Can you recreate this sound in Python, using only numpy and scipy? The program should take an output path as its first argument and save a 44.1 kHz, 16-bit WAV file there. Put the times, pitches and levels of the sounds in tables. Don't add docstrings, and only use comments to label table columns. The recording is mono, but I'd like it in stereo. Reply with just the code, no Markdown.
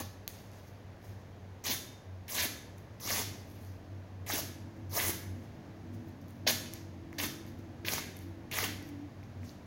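import sys
import numpy as np
from scipy import signal
from scipy.fft import rfft, irfft, next_fast_len
from scipy.io import wavfile
from scipy.ndimage import uniform_filter1d, map_coordinates

SR = 44100
rng = np.random.default_rng(int(sys.argv[2]) if len(sys.argv) > 2 else 0)


def to_wav(sig):
    pcm = np.clip(np.atleast_2d(sig), -1, 1) * 32767
    pcm = np.round(pcm).astype(np.int16)
    wavfile.write(sys.argv[1], SR, pcm.T)


def rack_gain(trim_db):
    fader = np.asarray(trim_db, float)
    return 10 ** (fader / 20)


N = 426002
SIZE = next_fast_len(N + SR)

# (frequency [Hz], density [dB])
TEAR_SPECTRUM = [(2000, -12), (3300, -1.5), (4500, -1), (6300, -3), (8500, -1), (12000, -36)]
# (frequency [Hz], density [dB])
HISS_SPECTRUM = [(5000, -20), (8000, -3), (11000, 2), (14000, -4), (15800, 0.5)]
# (frequency [Hz], density [dB])
SHUDDER_SPECTRUM = [(600, -23.5), (1100, -11.5), (1600, 2), (2000, 4.5), (3000, 2.5), (4000, -4),
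                    (6000, -28)]


def in_time(rows):
    s, values = np.transpose(rows)
    return np.interp(np.arange(N) / SR, s, values)


def in_strokes(tables, fade_in_s, fade_out_s):
    gain, which, progress = np.zeros(N), np.zeros(N, int), np.zeros(N)
    for k, rows in enumerate(tables):
        s, db = np.transpose(rows)
        start = max(int((s[0] - fade_in_s) * SR), 0)
        stop = min(int((s[-1] + fade_out_s) * SR), N)
        span = slice(start, stop)
        t = np.arange(start, stop) / SR
        opening = np.clip((t - s[0]) / fade_in_s + 1, 0, 1)
        closing = np.clip((s[-1] - t) / fade_out_s + 1, 0, 1)
        gain[span] = opening * closing * rack_gain(np.interp(t, s, db))
        which[span] = k
        progress[span] = np.clip((t - s[0]) / (s[-1] - s[0]), 0, 1) - .5
    return gain, which, progress


def at_hz(points, hz):
    table_hz, values = np.transpose(points)
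    return np.interp(np.log(hz + 1), np.log(table_hz), values)


def rms_one(x):
    return x / np.sqrt(np.mean(x ** 2) + 1e-20)


def colour(x, points):
    cepstrum = irfft(np.log(rack_gain(at_hz(points, np.fft.rfftfreq(8192, 1 / SR)))))
    cepstrum[1:4096] *= 2
    response = irfft(np.exp(rfft(cepstrum[:4097], 8192)))
    return signal.oaconvolve(np.atleast_2d(x), response[None, :4096], axes=-1)[:, :N]


def drift(rate_hz):
    steps = rng.standard_normal(int(N / SR * 2000))
    return np.interp(np.arange(N) / SR * rate_hz, np.arange(len(steps)), steps)


def resonance(x, hz, width_hz):
    r = np.exp(-np.pi * width_hz / SR)
    poles = [1, -2 * r * np.cos(2 * np.pi * hz / SR), r * r]
    return signal.lfilter([(1 - r * r) / 2, 0, (r * r - 1) / 2], poles, x + 1e-18)


def alike_pair(length, size):
    # (frequency [Hz], left-right likeness [0-1])
    likeness = [(30, .5), (70, .97), (300, .93), (640, .5), (1400, .35), (3000, .08), (15000, .03)]
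    alike = np.clip(at_hz(likeness, np.fft.rfftfreq(size, 1 / SR)), 0, 1)
    mid, side = rfft(rng.standard_normal((2, length)), size)
    return np.sqrt(.5 + alike / 2) * mid + np.sqrt(.5 - alike / 2) * side * [[1], [-1]]


def fibres(per_s, spread_db, clump_db, clumps_per_s):
    sizes = rack_gain(spread_db * np.minimum(rng.exponential(1, N), 2.5)) * rng.standard_normal(N)
    breaks = rng.random(N) < per_s / SR
    return rms_one(sizes * breaks * rack_gain(clump_db * drift(clumps_per_s)))


def cuts():
    # (time [s], tearing level [dB])
    pressure = [
        [(0.0, -44), (0.008, -42), (0.018, -49)],
        [(1.64, -45.5), (1.653, -39), (1.666, -33), (1.679, -36.0), (1.692, -38.5), (1.706, -32.5),
         (1.719, -34.5), (1.732, -40.5), (1.745, -41)],
        [(2.281, -53), (2.304, -45), (2.326, -42), (2.349, -37), (2.372, -36.0), (2.394, -35.5), (2.417, -36.5),
         (2.439, -34), (2.462, -39.5)],
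        [(3.0, -53.5), (3.028, -47.5), (3.056, -42.5), (3.084, -38.5), (3.112, -36.5), (3.141, -34.5),
         (3.169, -36.5), (3.197, -35), (3.225, -45)],
        [(4.264, -50.5), (4.281, -45.0), (4.299, -37), (4.316, -39), (4.333, -35), (4.35, -37.0), (4.367, -40),
         (4.385, -35.5), (4.402, -42)],
        [(4.897, -62), (4.923, -52.5), (4.949, -38.5), (4.975, -34), (5.001, -41), (5.027, -39), (5.053, -39.5),
         (5.079, -39), (5.105, -40.0)],
        [(6.467, -41), (6.478, -23), (6.489, -26), (6.501, -29.5), (6.512, -34)],
        [(7.184, -43.5), (7.197, -38), (7.211, -38.5), (7.224, -40.5), (7.238, -38), (7.252, -43),
         (7.265, -43.5)],
        [(7.849, -50), (7.867, -43), (7.884, -38), (7.902, -41.5), (7.92, -38.5), (7.937, -34), (7.955, -40),
         (7.972, -42), (7.99, -41)],
        [(8.513, -44.5), (8.532, -41), (8.55, -41.5), (8.569, -35.5), (8.588, -36), (8.606, -40),
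         (8.625, -40.5), (8.643, -36.5), (8.662, -44.5)],
    ]
    # (time [s], shudder level [dB])
    edge_drag = [
        [(0.0, -45), (0.018, -49)],
        [(1.64, -54.5), (1.653, -35.5), (1.666, -46.0), (1.679, -42.0), (1.692, -45.5), (1.706, -49.0),
         (1.719, -44.0), (1.732, -44.5), (1.745, -46.0)],
        [(2.281, -54.0), (2.304, -47.5), (2.326, -50.0), (2.349, -48.0), (2.372, -38.5), (2.394, -38.5),
         (2.417, -38.5), (2.439, -38.0), (2.462, -48.5)],
        [(3.0, -66.0), (3.028, -54.0), (3.056, -48.0), (3.084, -40.0), (3.112, -45.0), (3.141, -43.5),
         (3.169, -35.5), (3.197, -44.5), (3.225, -58.0)],
        [(4.264, -52.5), (4.281, -44.0), (4.299, -43.5), (4.316, -46.0), (4.333, -47.5), (4.35, -38.0),
         (4.367, -40.5), (4.385, -45.0), (4.402, -47.0)],
        [(4.897, -63.5), (4.923, -53.5), (4.949, -44.5), (4.975, -39.5), (5.001, -33.5), (5.027, -41.5),
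         (5.053, -39.0), (5.079, -46.5), (5.105, -43.0)],
        [(6.467, -37.0), (6.478, -30.0), (6.489, -38.5), (6.501, -36.5), (6.512, -41.5)],
        [(7.184, -43.5), (7.197, -44.5), (7.211, -37.0), (7.224, -39.0), (7.238, -39.5), (7.252, -42.5),
         (7.265, -50.0)],
        [(7.849, -43.0), (7.867, -49.5), (7.884, -37.0), (7.902, -38.5), (7.92, -39.5), (7.937, -43.5),
         (7.955, -48.5), (7.972, -49.0), (7.99, -36.0)],
        [(8.513, -45.5), (8.532, -44.5), (8.55, -38.5), (8.569, -35.5), (8.588, -35.5), (8.606, -37.5),
         (8.625, -44.0), (8.643, -35.0), (8.662, -49.0)],
    ]
    # (body [dB], fine hiss [dB], hiss change bite to exit [dB])
    sheet = [(1, 5, -7), (-11.5, 3, 6), (-10.5, 4.5, -4.5), (-7.5, 4.5, -1), (-7, 4.5, 3.5), (-4, 9, 5.5),
             (-9, 3.5, 5), (-4.5, 4.5, 5), (-7.5, 3.5, -3), (-5, 3, 2)]
    # (frequency [Hz], density [dB])
    body_spectrum = [(150, -7), (300, 5), (600, 2.5), (1000, 1), (1500, -3.5), (2500, -25)]
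    bite_s, body_change_db, waver_db, wavers_per_s = .002, 2, 1.0, 45
    tear, which, progress = in_strokes(pressure, bite_s, 0.01)
    shudder = in_strokes(edge_drag, bite_s, 0.014)[0]
    fine = fibres(9000, 2.2, 1.6, 150)
    finest = fibres(14000, 1.6, 1.0, 150)
    coarse = fibres(2500, 2.2, 2.8, 70) + 1.3 * finest
    body_db, hiss_db, hiss_change_db = np.transpose(sheet)[:, which]
    body_gain = tear * rack_gain(body_db + body_change_db * progress + waver_db * drift(wavers_per_s))
    shudder_gain = shudder * rack_gain(waver_db * drift(wavers_per_s))
    hiss_gain = tear * rack_gain(hiss_db + hiss_change_db * progress + waver_db * drift(wavers_per_s))
    shaken = rack_gain(-10.0) * body_gain * rms_one(colour(fine, body_spectrum))
    shaken = shaken + rack_gain(-7.5) * shudder_gain * rms_one(colour(coarse, SHUDDER_SPECTRUM))
    parted = tear * rms_one(colour(fine, TEAR_SPECTRUM))
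    parted = parted + hiss_gain * rms_one(colour(finest, HISS_SPECTRUM))
    return (shaken + rack_gain(-10.0) * parted)[0]


def snaps():
    # (time [s], peak [dB], ring frequency [Hz], crack re ring [dB])
    buckles = [(0.2767, -31, 5070, 6.5), (1.6388, -38, 5520, -21), (1.656, -29, 2300, -15),
               (2.2805, -35, 5680, -14), (2.7816, -56, 2230, 4), (2.9985, -49, 2420, -2),
               (3.104, -24, 1880, -15), (4.265, -46, 2400, -22), (4.3, -22.5, 1950, -21),
               (4.9796, -23, 1800, -16), (9.2355, -52, 5500, -16), (6.4742, -17, 5600, -18),
               (6.7354, -32, 6500, 0.5), (7.128, -36, 2020, -18), (7.4728, -54, 2570, -6),
               (7.5994, -50, 2560, -23), (7.8505, -34, 2160, -18), (7.883, -17, 2700, -22),
               (7.933, -21, 2400, -16), (7.9802, -19, 2100, -26), (8.1673, -48, 2450, -1),
               (8.513, -30.5, 2360, -22), (8.586, -16, 2030, -21), (8.6391, -18, 3000, -17),
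               (8.826, -50, 5000, 0), (8.875, -52, 5000, 0), (9.2292, -46, 2200, -20),
               (9.4312, -41, 2000, -25), (9.4922, -40, 3900, -25), (0.3672, -49, 5000, -2),
               (0.5153, -48, 5500, -12), (3.4996, -54, 5000, -3), (4.8946, -50, 5000, -11),
               (6.2141, -57, 5000, -2), (6.282, -55, 5000, -2), (6.306, -57, 5000, 3),
               (7.1862, -31, 4500, -14), (7.1997, -25, 2800, -16), (7.2358, -29, 2240, -16),
               (8.534, -35, 3000, -12), (5.0816, -31, 5000, 4), (8.6282, -22, 2000, -18),
               (4.3047, -27, 1730, -18), (8.1885, -45, 5000, 0), (7.588, -57, 5000, 0),
               (7.464, -55, 5000, 2), (8.889, -53, 5000, 2), (3.648, -56, 5000, 1), (3.109, -24, 1700, -18),
               (4.307, -31, 1500, -18)]
    out, t = np.zeros(N + 300), np.arange(300) / SR
    splinters = np.tile(rng.standard_normal((29, len(t))), (2, 1))
    for (s, peak_db, hz, crack_db), noise in zip(buckles, splinters):
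        burst = (t == 0) + .08 * noise * np.exp(-t / .0012)
        crack = rack_gain(crack_db + 9.5) * signal.lfilter([1, 0, -.85], [1, -.1, .3], burst)
        cycles = t * hz
        ring = 3.6 * np.sin(2 * np.pi * cycles) * cycles * np.exp(-cycles / .65)
        out[round((s + .0012) * SR):][:len(t)] += rack_gain(peak_db - 4.5) * (crack + ring)
    return out[:N]


def flaps():
    # (time [s], peak [dB], ring frequency [Hz])
    whips = [(0.003, -33, 296), (1.694, -29.5, 249), (2.438, -32, 630), (2.452, -32.5, 262),
             (7.883, -33, 503), (7.981, -36, 870), (7.933, -30, 700), (8.586, -36, 900),
             (4.977, -31.5, 1030), (3.104, -28.5, 617), (3.197, -30, 266), (4.298, -28.5, 800),
             (4.335, -26.5, 297), (4.389, -29, 633), (4.975, -26, 620), (5.092, -27, 340),
             (6.4665, -21.5, 613), (6.505, -27.5, 624), (7.239, -33, 318), (7.845, -33, 323),
             (7.921, -37, 188), (8.63, -29.5, 460)]
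    out, t = np.zeros(N + 3000), np.arange(3000) / SR
    for s, peak_db, hz in whips:
        cycles = t * hz
        push = np.sin(2 * np.pi * cycles) * cycles * np.exp(-cycles / 0.92)
        out[round(s * SR):][:len(t)] += rack_gain(peak_db - 1.5) * push
    return out[:N]


def blade(torn):
    # (frequency [Hz], level [dB], T60 [s])
    steel_modes = [(1739, -51.5, 0.28), (2295, -59, 0.25), (3646, -51.5, 0.48), (4440, -57, .2),
                   (4930, -56, .3)]
    out = 0
    for hz, db, t60_s in steel_modes:
        r, angle = rack_gain(-60 / (t60_s * SR)), 2 * np.pi * hz / SR
        poles = [1, -2 * r * np.cos(angle), r * r]
        out = out + signal.lfilter([0, rack_gain(db) * np.sin(angle)], poles, torn + 1e-18)
    return out


def rustle():
    # (time [s], peak [dB], rise [s], fall [s], middle tones re peak [dB])
    brushes = [(0.29, -60.5, 0.009, .16, 3), (0.55, -73, 0.18, 0.18, 4.5), (0.678, -69, 0.18, 0.15, -3),
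               (1.056, -63, 0.053, 0.057, -1), (2.782, -61, .015, 0.043, -10), (3.36, -72, .05, .14, 4),
               (3.5, -64.5, .12, 0.18, -5), (3.68, -65.5, 0.17, 0.13, -1.5), (4.78, -77, .16, 0.086, 4),
               (5.948, -66, .041, 0.035, 0), (6.092, -67, .07, .03, -2), (6.212, -73, .009, .16, -1),
               (6.29, -66, .02, 0.12, -5), (6.76, -64.5, 0.11, 0.087, 7), (0.42, -72, .1, .16, -3),
               (5.45, -67.5, .16, .05, -0.5), (7.48, -66.5, .06, .08, -1.5), (7.596, -73, .04, 0.057, 2),
               (8.1, -68, .03, .16, 0), (8.168, -50, 0.0069, .01, -6), (8.2, -65, .02, .16, -3),
               (8.861, -70, .08, 0.051, -2), (8.892, -59, 0.046, .02, -3), (9.45, -71.5, 0.046, .14, 5.5),
               (9.505, -66, 0.085, .05, 2.5), (7.14, -68, .02, 0.071, 3), (9.235, -80, .01, .05, 7),
               (1.095, -74.5, .05, 0.13, 3), (1.22, -81, 0.11, .16, 2), (3.4, -73, .04, .1, 0),
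               (3.6, -75, 0.087, 0.093, -1), (4.915, -60, .02, .03, 3)]
    high, middle = np.zeros((2, N))
    for s, db, rise_s, fall_s, middle_db in brushes:
        rise_s, fall_s = np.clip([rise_s, fall_s], .002, .16)
        start = max(int((s - 2 * rise_s) * SR), 0)
        stop = min(int((s + 2 * fall_s) * SR), N)
        t = np.arange(start, stop) / SR - s
        away = np.where(t < 0, -t / rise_s, t / fall_s)
        brush = rack_gain(db - 20 * away) * np.clip(2 - away, 0, 1)
        high[start:stop] += brush
        middle[start:stop] += brush * rack_gain(middle_db)
    grains = fibres(400, 2.2, 2.2, 26) * 0.25 + fibres(15000, 1.9, 3, 60)
    crackle = rms_one(colour(grains, HISS_SPECTRUM))
    friction = rms_one(colour(grains, TEAR_SPECTRUM) + .5 * colour(grains, SHUDDER_SPECTRUM))
    return rack_gain(-5) * (high * crackle + middle * friction)[0]


def room(x):
    # (frequency [Hz], T60 [s])
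    room_t60 = [(100, 0.9), (300, 1), (1000, 0.72), (3500, 0.59), (9000, 0.51), (15000, 0.35)]
    # (frequency [Hz], tail re direct [dB])
    room_share = [(100, 11.5), (400, 0.5), (1000, -3), (2500, -2), (7000, 1.5), (15000, 0)]
    first_echo_s = 0.0023
    t, hz = np.arange(SR) / SR, np.fft.rfftfreq(SR, 1 / SR)
    noise, tail = alike_pair(SR, SR), 0
    for centre_hz in 60 * np.sqrt(2) ** np.arange(17):
        band = np.clip(1 - 2 * np.abs(np.log2((hz + 1) / centre_hz)), 0, 1)
        tail = tail + irfft(noise * band, SR) * rack_gain(-60 * t / at_hz(room_t60, centre_hz))
    tail = tail * np.clip(t / first_echo_s - 1, 0, 1)
    tail = tail / np.sqrt(np.sum(tail ** 2) / 2)
    share = rack_gain(at_hz(room_share, np.fft.rfftfreq(SIZE, 1 / SR)))
    return irfft(rfft(x, SIZE) * rfft(tail, SIZE) * share, SIZE)[:, :N]


def rumble():
    # (frequency [Hz], width [Hz], level [dB])
    swelling = [(95.47, 6.6, -50), (234.7, 14.5, -58.5), (282.7, 9.2, -60), (328.5, 6.3, -60)]
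    # (frequency [Hz], width [Hz], level [dB])
    steady = [(138, 20.5, -56.5), (185.4, 11.5, -58)]
    # (time [s], level [dB])
    engine = [(0, -57), (0.15, -77), (1.4, -75), (2.4, -89), (2.75, -80), (3.2, -62), (4.1, -71.5),
              (4.4, -57), (5.5, -60.5), (6.2, -56), (7.5, -56), (8.5, -58.5), (9.0, -57), (9.66, -67)]
    engine_share = [0.092, 0.84, 0.71, 1.37, 0.56, 0.3]
    # (time [s], gain [dB])
    mode_surges = [
        [(0.0, 13), (1.1, 3.5), (1.72, 8), (2.15, 7.5), (2.45, 9), (3.27, 7), (3.66, 8), (3.97, 7), (4.22, 8),
         (4.6, 7), (4.9, 11.5), (5.08, 8.5), (5.32, 12), (5.97, 8), (6.75, 6), (7.04, 10), (7.6, 4.5),
         (8.32, 6), (8.69, 4.5), (9.42, 7.5)],
        [(1.69, 11), (2.47, 11.5), (3.66, 5.5), (3.98, 7), (4.76, 5.5), (5.38, 11), (5.97, 8), (6.55, 7),
         (7.6, 6.5), (8.05, 3.5), (8.34, 0), (8.7, 7.5), (9.45, 13)],
        [(2.47, 2), (3.9, 10), (4.33, 9), (5.11, -12), (5.5, -6), (6.2, 4), (6.55, 2), (7.26, 12.5),
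         (8.26, 10.5), (8.7, 11), (8.88, 12.5), (9.05, 14.5), (9.6, 11)],
        [(1.69, 15), (3.23, 2), (3.66, 6.5), (3.93, 16), (4.76, 6), (5.2, 7), (5.97, 6), (6.25, -16),
         (7.75, 5.5), (8.08, -18), (8.3, 6.5), (8.69, 7), (9.04, 3), (9.25, -18)],
    ]
    surge_s = [0.13, 0.18, 0.14, 0.19, .1, .1]
    # (time [s], rate [Hz])
    speed = [(4.3, 47.2), (5.4, 47.01), (6.6, 47.27), (7.6, 47.94), (8.6, 47.85), (9.66, 48.5)]
    mode_pull = [0, 1, 1, .7, 0, 0]
    engine_db = in_time(engine)
    ahead = np.cumsum(in_time(speed) / 47 - 1)
    ahead -= ahead[-1]
    n = np.arange(N)
    knots_s = np.arange(0, N, 200) / SR
    noise = irfft(alike_pair(N, SIZE), SIZE)[:, :N]
    out = 0
    modes = zip(swelling + steady, engine_share, mode_pull, surge_s, mode_surges + [[], []])
    for (hz, width_hz, db), share, pull, half_s, surges in modes:
        surge_db = 0 * knots_s
        for s, gain_db in surges:
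            surge_db = surge_db + gain_db * np.clip(1 - np.abs((knots_s - s) / half_s), 0, 1)
        level_db = share * (engine_db + 60) + np.interp(n / SR, knots_s, surge_db)
        mode = rms_one(resonance(resonance(noise, hz, width_hz), hz, 2 * width_hz))
        if pull:
            mode = np.array([np.interp((n + pull * ahead) % (N - 1), n, side) for side in mode])
        beating = uniform_filter1d(np.mean(mode ** 2, axis=0), size=1500)
        out = out + rack_gain(db + level_db) * rms_one(mode / (beating + .2) ** .28)
    return out


def air():
    # (frequency [Hz], density [dB])
    air_spectrum = [(15, -44), (25, -15), (74, -2), (102, 2), (153, -6), (659, -12.5), (1370, -26.5),
                    (1790, -24.5), (2840, -29.5), (6050, -40.5), (8360, -38), (14800, -49.5), (16000, -42)]
    shape = rack_gain(at_hz(air_spectrum, np.fft.rfftfreq(SIZE, 1 / SR)))
    tone = rms_one(irfft(alike_pair(N, SIZE) * shape, SIZE)[:, :N])
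    return rack_gain(-51.5) * tone * rack_gain(0.58 * drift(2.545))


def scene():
    cut = cuts()
    torn = cut + blade(cut) + rustle()
    struck = snaps() + flaps()
    paper = torn + struck
    lag_samples = 5 + 2.2 * drift(40)
    right = map_coordinates(paper, [np.arange(N) - lag_samples], order=3)
    direct = rack_gain(6.5) * np.array([paper, right])
    return direct + rack_gain(1) * room(torn + rack_gain(-6) * struck) + air() + rumble()


def low_pass(x):
    return signal.sosfilt(signal.butter(12, 17000, fs=SR, output="sos"), x)


def record(dry):
    # (frequency [Hz], gain [dB])
    left_colour = [(60, -1), (400, -1), (900, 2.5), (1350, 7.5), (1800, 5), (2500, 1), (5000, 2.5),
                   (8300, -6.5), (12000, 0), (16000, -0.5)]
    # (frequency [Hz], gain [dB])
    right_colour = [(60, -2), (400, 0.5), (900, 3.5), (1200, 7.5), (1700, 4), (2900, 3), (6500, 10.5),
                    (7600, -3), (8600, -9.5), (9800, 0), (11500, 5), (13300, 7.5), (16000, 6)]
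    port_hz, width_hz = 1250, 500
    r = np.exp(-np.pi * width_hz / SR)
    poles = [1, -2 * r * np.cos(2 * np.pi * port_hz / SR), r * r]
    left = signal.lfilter(poles[::-1], poles, colour(dry[0], left_colour)[0])
    right = colour(dry[1], right_colour)[0]
    top_cut = signal.ellip(12, .5, 60, 15850, fs=SR, output="sos")
    return low_pass(signal.sosfilt(top_cut, [left, right]))


dry = scene()
out = record(dry)
to_wav(out)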